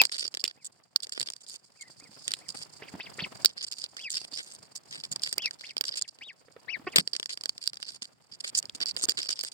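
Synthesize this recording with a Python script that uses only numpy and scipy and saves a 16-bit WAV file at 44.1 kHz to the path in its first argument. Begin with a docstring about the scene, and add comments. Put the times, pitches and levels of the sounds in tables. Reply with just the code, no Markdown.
"""Snaps and scrapes close up, with arched peeps, one short croak, soft bumps and a low scuffle of bedding.
Ducklings crowd against a small housing lying in wood shavings. Down and feet scrape and snap on it, which
shakes its two microphones in opposite senses and rings their ports: noise drives banks of resonances.
Peeps are gliding sines, the croak is a row of pulses through a throat, bumps are damped low sines with
bursts of noise, and the hiss and scuffle behind them are coloured, lumpy noise."""
import sys
import numpy as np
from scipy import signal
from scipy.fft import rfft, irfft
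from scipy.io import wavfile
from scipy.ndimage import uniform_filter1d

SR = 44100
rng = np.random.default_rng(int(sys.argv[2]) if len(sys.argv) > 2 else 0)


def digitize_waveform(pressure):
    """Quantize a signal to 16-bit integers and store it at the path in sys.argv[1].

    Rows of a 2-D input are taken as channels; values are limited to [-1, 1].
    """
    field = np.atleast_2d(pressure).T
    bounded = np.clip(field, -1, 1)
    quanta = np.round(bounded * 32767).astype(np.int16)
    wavfile.write(sys.argv[1], SR, quanta)


N = 420273  # samples

# resonances of each microphone's port, the lowest first: (f/Hz, width/Hz, relative level/dB)
LEFT_PORT = [(5320, 1600, -5), (8300, 1170, 3), (10300, 7300, -32.5)]
RIGHT_PORT = [(4767, 673, 1.5), (7187, 2000, 7.5), (10860, 9400, -13)]

GRIP_DB = 5  # how unevenly a scrape grips the housing


def amp(db):
    """Decibels to gain."""
    return 10 ** (np.asarray(db) / 20)


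def add(mix, s, sound):
    """Mixes a sound in at a time in seconds, cut off at the end of the mix."""
    part = mix[..., round(s * SR):][..., :np.shape(sound)[-1]]
    part += sound[..., :part.shape[-1]]


def panned(sound, pan_db):
    """Sets the left channel above the right by pan_db."""
    return sound * amp([[pan_db / 2], [-pan_db / 2]])


def ring(x, modes):
    """Parallel resonances, each passed twice for steep skirts; white noise leaves each at its row's level."""
    out = np.zeros(len(x))
    for hz, width, db in modes:
        r = np.exp(-np.pi * width / SR)  # pole radius: a wider resonance dies sooner
        section = [(1 - r * r) / 2, 0, (r * r - 1) / 2, 1, -2 * r * np.cos(2 * np.pi * hz / SR), r * r]
        level = amp(db) * 2 / np.sqrt(1 - r * r)
        out += level * signal.sosfilt([section, section], x)
    return out


def lumpy(size_s, depth_db):
    """A gain of unit RMS that jumps about: contact comes in grains."""
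    z = uniform_filter1d(rng.standard_normal(N), max(round(size_s * SR), 1))
    gain = amp(depth_db * z / z.std())
    return gain / np.sqrt(np.mean(gain ** 2))


def ports(low, high):
    """Each port rings with partly its own noise: one drive for its lowest resonance, one for the upper ones."""
    a, b = rng.standard_normal((2, N))
    rung = []
    for noise, port in ((a, LEFT_PORT), (0.2 * a + .8 * b, RIGHT_PORT)):
        rung.append(ring(low * noise, port[:1]) + ring(high * noise, port[1:]))
    return np.array(rung)


def tinted(x, patch_db):
    """Each touch has its own colour: random patches of gain over time and pitch."""
    z = signal.stft(x, nperseg=256)[2]
    patches = rng.standard_normal(z.shape[:0:-1])  # time by pitch, shared by both channels
    patches = uniform_filter1d(patches, size=8, axis=0)
    patches = uniform_filter1d(patches, size=7, axis=1).T
    return signal.istft(z * amp(patch_db * patches / patches.std()), nperseg=256)[1][:, :N]


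def background():
    """Hiss coloured by the ports, and a lumpy low scuffle: bedding noise partly opposed in the two channels."""
    # course of the room hiss and the scuffle of bedding: (t/s, hiss level/dB, relative scuffle level/dB)
    level_course = [(0, -62.5, -74.5), (0.899, -69, -78.5), (1.704, -60, -75.5), (2.101, -52, -68),
                    (2.701, -54.5, -64), (3.431, -52, -58.5), (3.468, -58.5, -74), (5.201, -59.5, -66),
                    (6.3, -66, -75.5), (6.949, -61.5, -61.5), (7.019, -58, -75), (8.2, -66.5, -74),
                    (8.897, -61, -64.5), (9.53, -58, -73)]
    # colour of the bedding: (f/Hz, relative level/dB)
    bedding = [(30, -26), (80, -5), (130, 1), (230, -4), (400, -5.5), (750, -5), (1700, -12), (3500, -17.5),
               (6000, -31)]
    s, hiss_db, scuffle_db = np.transpose(level_course)
    t = np.arange(N) / SR
    stir = lumpy(0.012, 6.64)
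    c, d, e = rng.standard_normal((3, N))
    open_hiss = amp(-13.0) * uniform_filter1d(rng.standard_normal((2, N)), size=4)
    hiss = ports(stir, amp(-9.5) * stir) + open_hiss

    hz, db = np.transpose(bedding)
    log_hz = np.log(np.fft.rfftfreq(N, 1 / SR) + 1)
    colour = amp(np.interp(log_hz, np.log(hz), db))
    # low and high parts stir apart
    thuds = signal.lfilter(*signal.butter(2, 260, fs=SR), np.array([c, d]))
    rustle = [c, d] - thuds
    c, d = thuds * lumpy(.03, 4.5) + rustle * lumpy(.012, 4.6)
    # the shared noise enters with opposite signs, as a shake of the housing does
    scuffle = irfft(rfft(np.array([c + 0.097 * e, d - 0.1547 * e])) * colour, N)
    scuffle /= scuffle.std()
    return hiss * amp(np.interp(t, s, hiss_db)) + scuffle * amp(np.interp(t, s, scuffle_db) + 9.0)


def bumps():
    """Feet and bodies knock the floor: a few damped low cycles with a rumble and a puff of bedding."""
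    # soft knocks: (t/s, relative level/dB, ring f/Hz)
    knocks = [(0.016, -14, 870), (0.251, -43, 375), (1.202, -49.5, 129), (2.023, -50, 305),
              (2.092, -49, 200), (2.822, -34, 426), (2.939, -30.5, 232), (2.95, -33.5, 223),
              (3.184, -36.5, 406), (3.223, -30.5, 184), (5.113, -42.5, 154), (5.377, -37, 396),
              (6.483, -47, 470), (6.564, -39, 458), (6.796, -43, 248), (6.982, -27, 170.4),
              (8.02, -47.5, 246), (8.75, -46.5, 250), (8.808, -44, 300), (8.965, -40, 484),
              (9.037, -35.5, 340), (9.086, -34, 368)]
    phase = .09  # radians, ahead on the left and behind on the right
    pan_db = -4  # left minus right
    out, t = np.zeros((2, N)), np.arange(round(.08 * SR)) / SR
    for s, db, hz in knocks:
        push = np.sin(2 * np.pi * hz * t + [[phase], [-phase]])
        push = push * np.exp(-t * hz / 1.5) * np.minimum(t / 0.00033, 1)
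        # noise partly shared by the two channels
        dust = rng.standard_normal(len(t)) + .5 * rng.standard_normal((2, len(t)))
        noises = []
        for z in dust:
            rumble = ring(z * np.exp(-t * hz / 4.2), [(hz, hz, -14)])
            puff = ring(z * np.exp(-t / .004), [(3 * hz, 3 * hz, -8)])
            noises.append(rumble + puff)
        add(out, s, panned(amp(db) * (push + noises), pan_db))
    return out


def peep(start, rise, fall, top_hz, end_hz, bow, linger, rise_db, dip_db, fall_db, pan_db, rough):
    """A whistle that arches up and down; a rough one wavers, catches and carries breath."""
    # strength of the whistle by pitch: (f/Hz, level/dB)
    whistle = [(1500, -22), (2000, -4), (2500, -2), (3200, -5), (4000, -17), (4800, -15)]
    start_hz = 1610
    bow_share, linger_share = .22, .13  # of the pitch span
    top_s = 0.02  # time scale of the level change at the top of the arch
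    fade_in_s, fade_out_s = .002, .008
    t = np.arange(0, rise + fall, 1 / SR)

    # pitch arch, its corners rounded
    up, down = np.clip(t / rise, 0, 1), np.clip((t - rise) / fall, 0, 1)
    climb = up + bow_share * bow * np.sin(np.pi * up)
    drop = down + linger_share * linger * np.sin(2 * np.pi * down)
    hz = start_hz + (top_hz - start_hz) * climb - (top_hz - end_hz) * drop
    hz = uniform_filter1d(hz, size=500, mode="nearest")
    turned = np.clip(.5 + (t - rise) / 0.038, 0, 1)  # crossing from rise to fall
    strain = abs(rough) * (1 - .85 * turned)  # the rise is the hoarser half
    quick, air, catch = rng.standard_normal((3, len(t)))
    hz = hz * (1 + .4 * strain * uniform_filter1d(air, size=50))
    turn = 2 * np.pi * np.cumsum(hz) / SR

    db = rise_db + (fall_db - rise_db) * turned + np.interp(hz, *np.transpose(whistle))
    db += dip_db * np.exp(-((t - rise) / top_s) ** 2)
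    db -= 130 * strain * abs(uniform_filter1d(catch, size=200))  # the voice catches and breaks
    shaken = 1 + 4 * strain * uniform_filter1d(quick, size=30)
    breath = rough * amp(max(rise_db, fall_db) - 23.0) * ring(air, [(2300, 1300, 0.0088)])
    breath = breath * np.sin(np.pi * t / (rise + fall))
    fade = np.clip(np.minimum((rise + fall - t) / fade_out_s, t / fade_in_s), 0, 1)
    pair = []
    for side in (.5, -.5):  # the whistle lags by one radian in the right microphone
        a = turn + side * 1.0
        tone = np.sin(a) * shaken + amp(-16.0) * np.sin(2 * a)
        pair.append(amp(side * pan_db) * fade * (np.sqrt(2) * amp(db) * tone + breath))
    return np.array(pair)[:, max(round(-start * SR), 0):]  # a call begun before time zero loses its head


def croak():
    """A short row of pulses that swells, then fades, rung by the resonances of the throat."""
    # the croak: (t/s, pulse period/s, relative level/dB)
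    start, period, db = (6.8665, .0027, -21)
    # throat resonances: (f/Hz, width/Hz, relative level/dB)
    throat = [(384, 430, 8), (1090, 590, 6), (1940, 530, 6)]
    swell, fade = 1.66, 1.34  # growth power, decay in pulses
    pulses = np.zeros(N)
    beat = np.arange(6)  # the first has no strength
    at = np.round((start + beat * period) * SR).astype(int)
    pulses[at] = 2 * beat ** swell * np.exp(-beat / fade)
    return amp(db) * ring(uniform_filter1d(pulses, size=9), throat)


def voices():
    """Peeps lifted near the lowest port resonance, plus the croak; all dulled above it, with the pen's echo."""
    # peeps: (t/s, rise/s, fall/s, top f/Hz, end f/Hz, bow of the rise/0 to 1, linger of the fall/signed share,
    #         relative rise level/dB, change at the top/dB, relative fall level/dB, left minus right/dB,
    #         roughness/0 to 1)
    calls = [(-.05, 0.03, 0.036, 3230, 2270, 0.57, 0.47, -30, -8.5, -10, 0.5, 0.1),
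             (0.561, 0.035, 0.042, 2695, 1860, .8, 0.082, -63, -7, -61.5, 2, 0.1),
             (1.748, 0.038, 0.059, 2750, 1580, .9, 1.5, -65.5, -11, -50, 10.5, 0.2),
             (1.842, 0.025, 0.038, 2080, 1760, 1, -0.33, -56.5, 2, -58, 2, 0),
             (1.996, 0.042, 0.042, 2600, 1820, 0.87, -0.058, -56, -9, -53.5, -1, 0),
             (2.405, .04, 0.034, 2710, 1620, .6, -0.12, -51.5, -17, -49, 0, 0.1),
             (2.818, 0.042, 0.041, 4470, 1635, 0.02, -1.8, -33, -32, -36.5, -4, 0.57),
             (2.998, 0.042, 0.042, 5000, 1650, .4, -0.7, -32.5, -2, -39.5, 2.5, 0.66),
             (3.188, .036, 0.031, 4890, 1660, 0, -0.19, -26, 1, -28, 2, 0.87),
             (3.982, 0.051, 0.059, 3480, 1480, 1, 0.92, -45, 1.5, -35.5, 1, 0),
             (5.38, 0.044, 0.061, 3480, 1724, 1, 0.89, -39, 0.5, -31.5, 3.5, 0),
             (5.635, 0.042, 0.042, 4510, 1660, 0.4, -0.059, -36.5, -3, -43, 4.5, 0.4),
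             (5.972, 0.05, 0.048, 4330, 1580, 0.35, -1.4, -50, 8, -51.5, 6, 0.4),
             (6.208, 0.056, 0.061, 3900, 1460, 0.8, -0.6, -40, 6, -41, 3, 0.2),
             (6.68, 0.04, 0.051, 3064, 1350, 0.4, 0.13, -32, -6.5, -30.5, 13, 0.17),
             (6.865, 0.041, 0.05, 3560, 1800, 0.96, -1.3, -33.5, -21, -40, -1, 0.2)]
    out = np.zeros((2, N))
    for row in calls:
        add(out, max(row[0], 0), peep(*row))
    out += amp(-8) * np.array([ring(out[0], LEFT_PORT[:1]), ring(out[1], RIGHT_PORT[:1])])
    out += croak()
    out = signal.sosfilt(signal.butter(8, 5600, fs=SR, output="sos"), out)
    t = np.arange(round(0.015 * SR)) / SR
    echo = rng.standard_normal((2, len(t))) * amp(-60 * t / 0.27) * (t > .002)
    echo /= np.linalg.norm(echo[0])
    return out + amp(-11.0) * signal.oaconvolve(out, echo, axes=1)[:, :N]


def scrape_drives():
    """Strokes along the housing as grainy gains: one for the lowest port resonance, one for the upper ones."""
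    # scrapes: (t/s, length/s, drive level/dB, drive of the upper port resonances re level/dB)
    strokes = [(0.0, 0.071, -40.5, -20), (0.116, 0.056, -35.5, -15.5), (0.18, 0.055, -33.5, -16),
               (.241, .028, -34, -16.5), (0.393, 0.027, -42, -18), (0.449, 0.016, -35, -13),
               (0.478, 0.037, -46.5, -29), (0.644, 0.033, -53, 3.5), (1.023, 0.028, -37.5, -11.5),
               (1.12, 0.019, -35, -10.5), (1.146, 0.052, -51, -12), (1.26, 0.016, -38, -20),
               (1.406, 0.018, -50, -6), (1.481, 0.089, -47.5, -7.5), (1.81, 0.019, -47, -3.5),
               (2.12, 0.17, -52.5, -17), (2.271, 0.14, -54, -10), (2.484, 0.031, -41, -10.5),
               (2.545, 0.091, -45, -9.5), (3.45, 0.062, -45.5, -24), (3.567, 0.052, -40.5, -25),
               (3.625, .024, -38, -12), (3.666, 0.021, -43, -11), (3.713, 0.022, -35.5, -11.5),
               (3.767, 0.097, -44, -14), (3.97, 0.081, -46.5, -16), (4.097, 0.033, -43, -6),
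               (4.138, 0.044, -31, -18), (4.181, 0.073, -41, -20), (4.316, 0.093, -39, -19),
               (4.394, 0.17, -52.5, -6.5), (4.752, 0.028, -37, -7), (4.908, 0.058, -40, -16),
               (4.975, 0.04, -50.5, -15), (5.036, 0.018, -38, -11.5), (5.114, 0.02, -33, -8.5),
               (5.219, 0.057, -34, -16.5), (5.276, 0.067, -45, -11), (5.421, 0.061, -37.5, -34),
               (5.526, 0.025, -50.5, -11), (5.587, 0.13, -48.5, -19.5), (5.852, 0.045, -41, -12),
               (5.911, 0.037, -41.5, -36), (5.956, 0.039, -34.5, -9.5), (6.078, 0.017, -42.5, -14.5),
               (6.958, 0.052, -29.5, -12), (7.131, 0.032, -44.5, -20), (7.293, 0.052, -38, -14.5),
               (7.612, 0.089, -44.5, -15), (7.814, 0.042, -51, -22), (7.862, 0.11, -45.5, -15.5),
               (8.015, 0.043, -44.5, -14.5), (8.314, 0.043, -47, -18.5), (8.401, 0.012, -38.5, -10.5),
               (8.439, 0.063, -39, -11.5), (8.547, 0.025, -33, -9.5), (8.572, .029, -31.5, -1.5),
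               (8.749, 0.014, -38, -11), (8.803, 0.035, -35.5, -19.5), (8.864, 0.055, -36.5, -17.5),
               (8.976, 0.031, -42, -9), (9.02, 0.035, -35.5, -2.5), (9.084, 0.032, -36.5, -11),
               (9.171, 0.033, -33, -16), (9.19, 0.086, -40.5, -19), (9.286, 0.052, -31, -21),
               (9.356, 0.068, -45, -19), (9.429, 0.058, -43, -8), (9.517, 0.01, -37.5, -8.5)]
    fade_db = -2  # a scrape bites, then slackens
    scrape, bright = np.zeros((2, N))
    for s, length, db, bright_db in strokes:
        stroke = amp(db + np.linspace(0, fade_db, round(length * SR)))
        add(scrape, s, stroke)
        add(bright, s, stroke * amp(bright_db))
    # stray ticks, about 260 a second, each dying over 1 ms
    ticks = rng.uniform(.3, 1.5, N) * (rng.random(N) < 260 / SR)
    slips = 0.4 + 1.3 * signal.lfilter([1], [1, -np.exp(-1 / (0.001 * SR))], ticks)
    grain = lumpy(0.005, 2.37) * slips
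    return [uniform_filter1d(z, size=70) * grain for z in (scrape, bright)]


def snap_drives():
    """Sudden bursts with a short tail, as gains for the ports, the shaken housing and the top octave."""
    # snaps on the housing: (t/s, drive level/dB, shake of the housing re level/dB)
    snap_rows = [(0.0155, -2.5, -5.5), (.036, -22, 2), (.052, -8.5, -14.5), (0.0944, -33, 0),
                 (0.119, -26, -11), (.1874, -26.5, -12), (0.278, -23.5, -13), (0.3409, -21.5, -6),
                 (0.348, -18, -13), (0.3713, -24, 0), (0.44, -11.5, -7), (0.4779, -18.5, -14),
                 (0.9604, -5, -13.5), (1.003, -29.5, -13), (1.0324, -25, -3.5), (1.069, -31, -5.5),
                 (1.094, -27.5, -12), (1.1766, -30, 5.5), (1.198, -16, -15), (1.2068, -18.5, -6),
                 (1.2133, -16, -10), (1.2282, -17, -8.5), (1.2864, -24, -1.5), (1.3011, -20.5, -10),
                 (1.321, -37, -7), (1.335, -25, -14), (1.3639, -32.5, -12), (1.465, -37, -11),
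                 (1.81, -40, -7), (2.2792, -16, -6.5), (2.289, -41, -11), (2.3074, -20.5, -10),
                 (2.317, -13, -20), (2.337, -11.5, -13), (3.447, -4, -3.5), (3.4578, -1, -22),
                 (3.6431, -26.5, -8), (3.738, -29.5, -19), (3.84, -17.5, -19.5), (3.967, -23.5, -8.5),
                 (4.1028, -24.5, -29), (4.249, -33.5, 2), (4.374, -28, -7), (5.16, -16.5, -19),
                 (5.195, -33, -10), (5.2343, -10.5, -22.5), (5.3271, -13, -9.5), (5.3809, -8, -13),
                 (5.458, -13.5, -16), (5.509, -24.5, -4), (5.61, -31.5, -5), (5.767, -19, -1),
                 (5.7798, -15, -24), (5.8098, -9, -12), (5.8393, -24.5, 2), (5.8812, -18.5, -15),
                 (5.8903, -25.5, -0.5), (6.0133, -23, -13), (6.0214, -17, -24), (6.187, -42.5, 3),
                 (6.96, -11.5, -3), (6.9827, -13, 5.5), (7.0016, -24, -5), (7.075, -16.5, -8),
                 (7.1331, -17.5, -4.5), (7.151, -26, 0), (7.1639, -19, -5), (7.1976, -19, -3),
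                 (7.2288, -26.5, 4), (7.258, -20.5, -7), (7.3737, -21, -7.5), (7.41, -23, -15),
                 (7.4364, -17, -12.5), (7.4566, -14.5, -6.5), (7.4927, -10, -17), (7.5793, -28.5, -5),
                 (7.639, -28, -13), (7.675, -10, -16.5), (7.7324, -25.5, -8.5), (7.742, -28, -19),
                 (7.756, -37, -13), (7.7704, -26, -8.5), (7.801, -36, -8), (7.8276, -22, -3.5),
                 (8.0211, -28, -8), (8.627, -24, -13), (8.6546, -29.5, -16), (8.6957, -30, -4),
                 (8.7559, -34, -24), (8.804, -23, -7.5), (8.858, -19.5, -15), (8.9646, -20, -8),
                 (8.971, -25.5, 0), (9.012, -26, -9), (9.038, -18, -34), (9.0872, -19.5, -2),
                 (9.0942, -13.5, -11), (9.1191, -21, -5), (9.201, -29, -12), (9.23, -22.5, -14),
                 (9.291, -23, -1), (9.309, -20, -9.5), (9.391, -20, -13), (9.4094, -17, -24),
                 (9.436, -23.5, -0.5), (9.448, -26, -8)]
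    # hard cracks that reach the top octave: (t/s, drive level/dB)
    cracks = [(0.0172, -9), (.441, -27), (0.9612, -29), (3.449, -13.5), (5.327, -34), (5.38, -24),
              (5.8102, -21.5), (6.96, -15.5), (6.9846, -15.5), (7.674, -33), (9.0934, -19), (9.436, -29.5)]
    snap, shake, top = np.zeros((3, N))
    t = np.arange(round(.015 * SR)) / SR
    burst = np.exp(-(t / .0018) ** 2) + amp(-18) * np.exp(-t / .005)
    burst = np.minimum(t / .0003, 1) * burst
    for s, db, shake_db in snap_rows:
        add(snap, s, amp(db) * burst)
        add(shake, s, amp(db + shake_db) * burst)
        add(top, s, amp(db - 28.5) * burst)
    for s, db in cracks:
        add(top, s, amp(db) * burst)
    return snap, shake, top


def contact():
    """Scrapes and snaps ring the ports and shake the housing, plus on the left and minus on the right."""
    # resonances of the shaken housing: (f/Hz, width/Hz, relative level/dB)
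    housing = [(388, 493, -8), (1660, 1700, -3.5), (2993, 3400, 0.5)]
    scrape, bright = scrape_drives()
    snap, shake, top = snap_drives()
    c, d, e = rng.standard_normal((3, N))

    varied = lumpy(.04, 4)  # some snaps are brighter than others
    low_drive = amp(4.0) * scrape + amp(-4.0) * snap
    high_drive = amp(5.5) * bright + amp(-17) * snap * varied
    rung = ports(low_drive, high_drive)

    body_drive = amp(-3) * scrape * lumpy(0.042, GRIP_DB) + amp(-4.0) * shake
    body = ring(body_drive * c, housing)
    body = signal.sosfilt(signal.butter(6, 4400, fs=SR, output="sos"), body)
    sharp = [ring(top * d, [(14500, 2900, -10)]), ring(top * e, [(14200, 4700, -4)])]
    # a snap lands nearer one side, at random
    nearer = np.sign(np.log(lumpy(0.053, 0.46)))
    lean = (0.11 + 0.26 * np.tanh(shake / (scrape + 1e-4))) * nearer
    shaken = np.array([(1 + lean) * body, (lean - 1) * body])
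    # the touched wall itself, alike in both channels
    wall_drive = (scrape + snap * amp(-8.5)) * lumpy(0.029, GRIP_DB)
    rung += ring(wall_drive * d, [(3610, 3000, -14)])
    return tinted(rung, patch_db=3.0) + shaken + sharp


def scene():
    """Everything at the two microphones."""
    return background() + bumps() + voices() + contact()


def record(dry):
    """Bass roll-off, a notch between the left port's resonances, full-scale clipping and the band limit."""
    edge_hz = 16700
    thin = signal.sosfilt(signal.butter(2, 80, "high", fs=SR, output="sos"), dry)
    thin[0] = signal.lfilter(*signal.iirnotch(6100, 7, SR), thin[0])
    band = signal.firwin(511, edge_hz, window=("kaiser", 9), fs=SR)
    return signal.oaconvolve(np.clip(thin, -1, 1), band[None], "same")


dry = scene()
out = record(dry)
digitize_waveform(out)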